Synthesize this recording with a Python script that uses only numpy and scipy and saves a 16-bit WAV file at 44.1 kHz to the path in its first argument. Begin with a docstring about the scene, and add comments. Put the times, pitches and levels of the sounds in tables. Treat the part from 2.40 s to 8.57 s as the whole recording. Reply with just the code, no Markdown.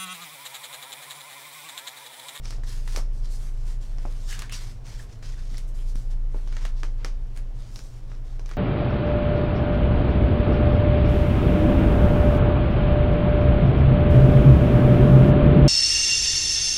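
"""A motor, likely a fan, throbs and hums as a glossy page starts to slide, close by in a quiet room.
A hand is leafing through a photo book on a carpet. Stick-slip friction makes the sheets rustle and
sometimes squeak, and they crackle as they flex. Page edges snap off the thumb, and the hand and the
turned pages pat the damped book block. The walls answer briefly; a faint whine and hiss lie under it all."""
import sys
import numpy as np
from scipy import signal
from scipy.fft import rfft, irfft, next_fast_len
from scipy.io import wavfile
from scipy.ndimage import uniform_filter1d, map_coordinates

SR = 44100
rng = np.random.default_rng(int(sys.argv[2]) if len(sys.argv) > 2 else 0)


def master_out(mix):
    """Clip the mix to full scale and print it as 16-bit PCM to the path in sys.argv[1]."""
    frames = np.transpose(np.atleast_2d(mix))
    ceiling = np.clip(frames, -1, 1)
    pcm = np.round(ceiling * 32767).astype(np.int16)
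    wavfile.write(sys.argv[1], SR, pcm)


N = 272097

# Thin whine of the electronics: (frequency [Hz], rms level [dB])
WHINE_TONES = [(2993, -83.5), (5550, -83), (6654, -105), (7208, -90), (12554, -101), (14416, -94)]
# Steady air and microphone hiss: (frequency [Hz], relative spectrum level [dB])
AIR_SPECTRUM = [(10, -3.5), (20, 4.5), (36, 8.5), (46, -0.5), (56, -1), (72, -13), (86, -10.5), (110, -3.5),
                (135, -14), (210, -22), (600, -29), (1500, -40), (5500, -50.5), (16000, -63)]
# Paper sliding on paper or skin as two pages are turned and a third is lifted:
# (start [s], rise [s], fade [s], relative level [dB], bowed middle offset [dB], edge offset [dB])
STROKE_EVENTS = [ (.01, 0.053, 0.13, -47.5, -2.5, -13), (.232, 0.0051, 0.04, -51.5, -8, -11),
                 (.25, 0.039, 0.17, -46, -1.5, -6), (.41, 0.16, 0.045, -46, 0, -4.5),
                 (.7, 0.078, 0.055, -59, -8, -4), (.81, 0.037, .09, -53.5, -2, -11),
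                 (.88, 0.055, 0.088, -50.5, -8, -2.5), (.97, 0.049, 0.13, -56.5, 3.5, 0.5),
                 (1.12, .05, 0.22, -62.5, 1, -5), (1.23, 0.064, .08, -53, 1, -4),
                 (1.4, 0.012, 0.19, -58.5, 1.5, -5), (1.5, 0.18, 0.19, -58.5, 5.5, -5),
                 (1.69, 0.16, 0.22, -54.5, -5.5, -6.5), (1.854, 0.059, 0.073, -41, -6, -7),
                 (1.94, 0.063, 0.097, -48.5, 5.5, -19), (2.11, 0.022, 0.062, -35.5, -6.5, -14),
                 (2.15, 0.051, 0.16, -47.5, -1, -8.5), (2.434, 0.035, 0.21, -50, 1, -10.5),
                 (2.56, 0.048, 0.05, -55, 1, -2), (2.67, .05, 0.054, -57.5, 0.5, -11),
                 (2.82, 0.0099, 0.21, -50.5, 1.5, -11.5), (2.96, 0.025, 0.38, -56, -2, -11),
                 (3.09, 0.061, 0.054, -52, -2, -10), (3.265, 0.022, 0.027, -64.5, -1, 5.5),
                 (3.333, 0.021, .17, -60.5, 3, 1), (3.43, 0.064, 0.061, -56, -8, -5),
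                 (3.54, 0.021, 0.14, -56.5, -4, -3.5), (3.693, 0.019, 0.04, -55.5, 1, -6),
                 (3.87, 0.1, .14, -64, 6, -1.5), (4.0, 0.17, .09, -55.5, 3.5, -14),
                 (4.19, 0.04, .09, -53, 6, -11), (4.34, 0.058, 0.04, -53.5, -2.5, -15),
                 (4.56, 0.055, 0.17, -63.5, 10, -20), (4.94, 0.031, 0.046, -57, 2, -7),
                 (5.11, .11, 0.18, -58, 0, -10), (5.25, 0.13, 0.18, -54.5, -11, -6),
                 (5.48, 0.092, 0.041, -60, 0, -9), (5.65, 0.073, 0.078, -60, 3, -17),
                 (5.82, 0.054, 0.17, -62, 2, -11), (6.06, 0.068, 0.028, -58, 8.5, -11)]
# Rubbed sheet, flicked edge and patted block, each: (frequency [Hz], relative spectrum level [dB])
RUB_SPECTRUM = [(150, -3), (500, -22.5), (900, -10), (1600, -10.5), (2400, -8), (3500, -1), (5400, 2),
                (6800, -2.5), (9000, -9), (11500, -15.5), (16000, -26.5)]
EDGE_SPECTRUM = [(120, -10.5), (320, 2), (700, -3), (1250, 0), (2000, 0.5), (3600, -3), (5600, 0),
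                 (7400, -5), (10000, -7), (16000, -21)]
BLOCK_SPECTRUM = [(60, -24), (150, -2.5), (280, 3), (500, 1), (850, -4), (1250, -12.5), (2000, -24),
                  (4000, -47), (12000, -58)]
# Decay of the carpeted room: (frequency [Hz], reverberation time T60 [s])
ROOM_DECAY = [(200, 0.18), (1500, 0.17), (6000, 0.24), (14000, 0.17)]
# Page edges slipping free or striking the stack:
# (time [s], level [dB], low body of the sheet [dB], crisp top [dB], bow [dB])
SNAP_EVENTS = [(0.0554, -39.5, -4, -20, -1.5), (0.1067, -39.5, -1, -13, -2.5), (0.1266, -46, 7, -7, 4),
               (0.2357, -46, 6, -11, 5), (0.4771, -40, -5, -14, 3), (.562, -30, -2.5, -13.5, -2),
               (0.5668, -44, 8, 0, 0), (0.5756, -45, 4, 3, -4), (1.5844, -46.5, 8, -24, -2),
               (1.927, -39, -12, -8, 10), (1.9922, -37, -10, -8.5, 0), (2.0209, -36.5, -5, -12, 4),
               (2.0959, -41, -12, -15, 6), (2.124, -38, 5, -3, -3), (2.8276, -49, 5, -34, 2),
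               (3.1444, -48.5, -6, -17, 5), (3.1713, -44.5, -24, -20, -3), (3.181, -42.5, -15.5, -8.5, 3),
               (3.5563, -45, 0, -12, -2), (4.0751, -47, 2, -28, -1.5), (4.126, -45.5, -1, -21, 2),
               (4.1679, -39, -4, -24, 2), (4.2524, -34.5, 0, -18, 1), (4.4334, -33, 5, -19, 0),
               (4.6471, -30.5, 4, -17.5, -1), (4.9636, -51.5, -13, -12, 2), (4.9742, -46.5, -5, -9, 3),
               (5.3594, -40.5, -2, -14, -2.5), (5.3914, -43.5, -0.5, -15, -1), (5.7176, -48.5, 16, -28, 5),
               (5.9953, -48.5, -1, -20, -1), (6.0601, -46.5, -5, -23, 0), (6.092, -46.5, -2, -13, 3),
               (6.1136, -40, 3.5, -22, 1)]
# Broad resonances; a bowed sheet rings low, a flat one high:
# (frequency [Hz], half width [Hz], peak [dB], change of peak with bow [dB/dB])
SHEET_MODES = [(1780, 700, 0, 1.63), (5430, 450, -1, -3)]
# Soft pats on the book block: (time [s], level [dB], hardness as upward shift [octaves])
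PAT_EVENTS = [(.184, -46, 0.17), (0.549, -42, -0.07), (.5735, -33.5, 0.83), (0.582, -40.5, -0.94),
              (0.5878, -39, 0.73), (1.6528, -34, 0.12), (3.116, -42, -1.3), (3.133, -49, -0.38),
              (3.5554, -35.5, -1.92), (3.9454, -35.5, 0.042), (5.9947, -45.5, 0.4)]
# A bowed sheet singing under the rubbing: (centre time [s], length [s], frequency [Hz], level [dB])
SQUEAK_EVENTS = [(1.935, 0.058, 1720, -47), (1.933, 0.049, 2900, -47), (2.026, 0.026, 1590, -49),
                 (2.134, 0.036, 2880, -44), (2.21, 0.044, 2060, -56), (2.6, 0.015, 1780, -49),
                 (2.993, 0.031, 1530, -57), (3.402, 0.028, 3160, -59.5)]

THROB_DB, BEAT_S, BEAT_LOW_AT_S, BEAT_DEPTH, THROB_FLUTTER = -28.5, 3.04, 2.507, 0.56, 0.18
TOUCH_DB, TOUCH_SWING_DB, TOUCH_FLEX_DB, TOUCH_EDGE_DB = -72.5, 2.5, 3.5, -9
FADE_SHAPE = 2.13  # above 1 the hand holds its speed a while before it slows
FLEX_POWER, EDGE_POWER = 0.78, 0.75  # powers of speed; below 1 these parts sound even in a slow stroke
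CRACKLE_PER_S, CRACKLE_DB, CRACKLE_SCATTER_DB = 9, -4, -0.5  # levels relative to the flexing
SNAP_T60_S, PAT_T60_S = 0.02, 0.032
BAND_LIMIT_HZ = 16200


def amp(db):
    """Amplitude ratio: a factor of ten for every 20 dB."""
    return 10 ** (np.asarray(db) / 20)


def unit(x):
    """Normalisation to an rms of 1."""
    return x / np.sqrt(np.mean(x ** 2) + 1e-20)


def along(points, hz):
    """Interpolation of (frequency [Hz], value) points on a logarithmic frequency axis."""
    frequencies, values = np.transpose(points)
    return np.interp(np.log(hz + 1), np.log(frequencies), values)


def wobble(rate):
    """Random modulation: a smooth curve through `rate` Gaussian knots a second."""
    knots = rng.standard_normal(int(N * rate / SR) + 4)
    return map_coordinates(knots, [np.arange(N) * rate / SR])


def filtered(x, response):
    """Linear filtering: the spectrum of x is multiplied by a frequency response."""
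    size = next_fast_len(N + SR // 2)
    return irfft(rfft(x, size) * response(np.fft.rfftfreq(size, 1 / SR)), size)[:N]


def add(track, start, sound):
    """Superposition: a sound joins the track at `start` seconds."""
    part = track[round(start * SR):][:len(sound)]
    part += sound[:len(part)]


def tone(hz, drift_rad):
    """Phase modulation: a sinusoid of rms 1 wanders slowly about its frequency."""
    t = np.arange(N) / SR
    return np.sqrt(2) * np.sin(2 * np.pi * hz * t + drift_rad * wobble(3.73))


def motor():
    """Beating: the throb of unsteady rotation slowly swells and sinks, alongside the mains hum."""
    t = np.arange(N) / SR
    beat = np.abs(1 - BEAT_DEPTH * np.exp(2j * np.pi * (t - BEAT_LOW_AT_S) / BEAT_S))
    throb = amp(THROB_DB) * (beat + THROB_FLUTTER * wobble(11)) * tone(hz=27.8, drift_rad=0.36)
    hum = amp(-47.0 + 0.84 * wobble(5.4)) * tone(hz=119.2, drift_rad=0.29)
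    return throb + hum


def noise_floor():
    """Stationary noise: the line spectrum of the electronics over broadband air and microphone hiss."""
    whine = sum(amp(db) * tone(hz, drift_rad=0.44) for hz, db in WHINE_TONES)
    air = filtered(rng.standard_normal(N), lambda hz: amp(along(AIR_SPECTRUM, hz)))
    return whine + amp(-36.5) * unit(air)


def stroke_speed(start, rise, fade):
    """Velocity envelope: the hand gathers speed, then slows to a tenth of it over the fade."""
    t = np.arange(N) / SR - start
    gather = np.sin(np.pi / 2 * np.clip(t / rise, 0, 1)) ** 2
    return gather * amp(-20 * np.clip((t - rise) / fade, 0, 3) ** FADE_SHAPE)


def rubbing_gains():
    """Incoherent sources add in power: all strokes sum to gains for the face, bowed middle and edge."""
    touch = amp(TOUCH_DB + TOUCH_SWING_DB * wobble(6.7))  # the resting hand is never quite still
    face = touch ** 2
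    flex = (touch * amp(TOUCH_FLEX_DB)) ** 2
    edge = (touch * amp(TOUCH_EDGE_DB)) ** 2
    for start, rise, fade, db, flex_db, edge_db in STROKE_EVENTS:
        speed = stroke_speed(start, rise, fade)
        moving = speed > 1e-3
        face[moving] += (amp(db) * speed[moving]) ** 2
        flex[moving] += (amp(db + flex_db) * speed[moving] ** FLEX_POWER) ** 2
        edge[moving] += (amp(db + edge_db) * speed[moving] ** EDGE_POWER) ** 2
    return np.sqrt([face, flex, edge])


def friction(slips_per_s, scatter_db, grit):
    """Stick-slip friction: tiny releases of uneven size mix with the noise of smooth rubbing."""
    slips = (rng.random(N) < slips_per_s / SR) * rng.choice([-1, 1], N)
    sizes = amp(scatter_db * np.minimum(rng.exponential(size=N), 4))
    return unit(rng.standard_normal(N) + grit * unit(slips * sizes))


def bending(x, depth_db):
    """Time-varying resonance: spectral peaks come and go as the sheet changes shape."""
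    spectrogram = signal.stft(x, nperseg=512)[2]
    ripple = rng.standard_normal(spectrogram.shape)
    ripple = uniform_filter1d(ripple, size=4, axis=0)  # smooth over frequency
    ripple = uniform_filter1d(ripple, size=12, axis=1)  # and over time
    return signal.istft(spectrogram * amp(depth_db * unit(ripple)), nperseg=512)[1][:N]


def slides():
    """Forced vibration: friction drives the sheet's bowed middle, face and edge; flexing adds crackle."""
    face_gain, flex_gain, edge_gain = rubbing_gains()
    drive = friction(slips_per_s=601, scatter_db=1.5, grit=0.62) * amp(1.06 * wobble(90))
    rub = filtered(bending(drive, depth_db=1.65), lambda hz: amp(along(RUB_SPECTRUM, hz)))
    below = lambda hz, corner_hz: 1 / (1 + (hz / corner_hz) ** 6)
    flex = unit(filtered(rub, lambda hz: below(hz, corner_hz=2510)))
    face = unit(filtered(rub, lambda hz: below(hz, corner_hz=8800) - below(hz, corner_hz=3000)))
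    edge = unit(filtered(rub, lambda hz: 1 - below(hz, corner_hz=8370)))
    rustle = face_gain * face + flex_gain * flex + edge_gain * edge
    return amp(-4.5) * rustle + amp(CRACKLE_DB) * flex_gain * crackle()


def impact(colour_db, flutter, t60, size=4096):
    """Impulse response of paper: a push and a decaying shiver, with the energy of 5 ms at rms 1."""
    t = np.arange(size) / SR
    hz = np.fft.rfftfreq(size, 1 / SR)
    shiver = rng.standard_normal(size) * amp(-60 * t / t60)
    highpass = 1j * hz / (450 + 1j * hz)  # long waves take the push as a whole, short ones shiver on
    push = 1 + flutter * rfft(shiver / np.linalg.norm(shiver)) * highpass
    # folding the cepstrum makes the colour a causal, minimum-phase filter
    cepstrum = irfft(np.log(amp(colour_db(hz))))
    cepstrum[1:size // 2] *= 2
    cepstrum[size // 2 + 1:] = 0
    sound = irfft(-push * np.exp(rfft(cepstrum)))
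    return sound / np.linalg.norm(sound) * np.sqrt(0.005 * SR)


def crackle():
    """Random impulse train: the flexing sheet gives stray ticks of nearly equal strength."""
    out = np.zeros(N)
    count = round(CRACKLE_PER_S * N / SR)
    for start, size in zip(rng.uniform(0, N / SR, count), rng.standard_normal(count)):
        tick = impact(lambda hz: along(EDGE_SPECTRUM, hz), flutter=1.1, t60=0.0056)
        add(out, start, amp(CRACKLE_SCATTER_DB * min(size, 1)) * tick)
    return out


def room(x, wet_db, gap_s):
    """Reverberation: after a short gap, reflections in the small room die away exponentially."""
    hz, t, noise = signal.stft(rng.standard_normal(SR // 2), SR, nperseg=256)
    decay = amp(-60 * t / along(ROOM_DECAY, hz)[:, None])
    tail = signal.istft(noise * decay, SR, nperseg=256)[1]
    response = np.pad(amp(wet_db) * tail / np.linalg.norm(tail), (int(gap_s * SR), 0))
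    return signal.fftconvolve(x, response)[:N]


def snaps():
    """Elastic release: a stiff edge flicks free; the more sheet moves with it, the fuller the click."""
    out = np.zeros(N)
    for start, db, body_db, crisp_db, bow_db in SNAP_EVENTS:
        body = lambda hz: (body_db + 6) * along([(800, 1.0), (4000, 0.082)], hz)
        top = lambda hz: (crisp_db + 10.5) * along([(6000, 0), (10000, 1)], hz)
        ring = lambda hz: sum((peak_db + share * bow_db) / (1 + ((hz - mode_hz) / width_hz) ** 2)
                              for mode_hz, width_hz, peak_db, share in SHEET_MODES)
        colour = lambda hz: along(EDGE_SPECTRUM, hz) + body(hz) + top(hz) + ring(hz)
        flutter = 1.15 * amp(-0.5 * body_db)  # a thin, loose edge shivers more than a taut sheet
        add(out, start, amp(db) * impact(colour, flutter=flutter, t60=SNAP_T60_S))
        # the walls receive sound from all sides of the sheet, so its shiver evens out
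        smooth = impact(colour, flutter=0, t60=SNAP_T60_S)
        add(out, start, amp(db) * room(smooth, wet_db=-4.5, gap_s=0.006))
    return out


def pats():
    """Damped impact: fingers and falling pages land on the thick stack; a harder touch sounds higher."""
    out = np.zeros(N)
    for start, db, hardness in PAT_EVENTS:
        colour = lambda hz: along(BLOCK_SPECTRUM, hz / 2 ** hardness)
        add(out, start, amp(db) * impact(colour, flutter=0.89, t60=PAT_T60_S))
        smooth = impact(colour, flutter=0, t60=PAT_T60_S)
        add(out, start, amp(db) * room(smooth, wet_db=-4.0, gap_s=0.007))
    return out


def squeaks():
    """Resonance: rubbing feeds one narrow mode of the sheet for a moment."""
    out, t = np.zeros(N), np.arange(N) / SR
    for centre, length, hz, db in SQUEAK_EVENTS:
        ring = unit(signal.lfilter(*signal.iirpeak(hz, Q=8, fs=SR), rng.standard_normal(N)))
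        swell = np.exp(-2 * ((t - centre) / length) ** 2)
        out += amp(db) * ring * swell
    return out


def scene():
    """Superposition: the paper sounds and their reflections add to the background in one channel."""
    background = motor() + noise_floor()
    rubbing = slides() + squeaks()
    reflections = room(rubbing, wet_db=-10.0, gap_s=0.007)
    return (background + rubbing + reflections + snaps() + pats())[None]


def record(dry):
    """Band limiting: an ideal low-pass filter removes the highest treble."""
    return filtered(dry[0], lambda hz: hz < BAND_LIMIT_HZ)[None]


dry = scene()
out = record(dry)
master_out(out)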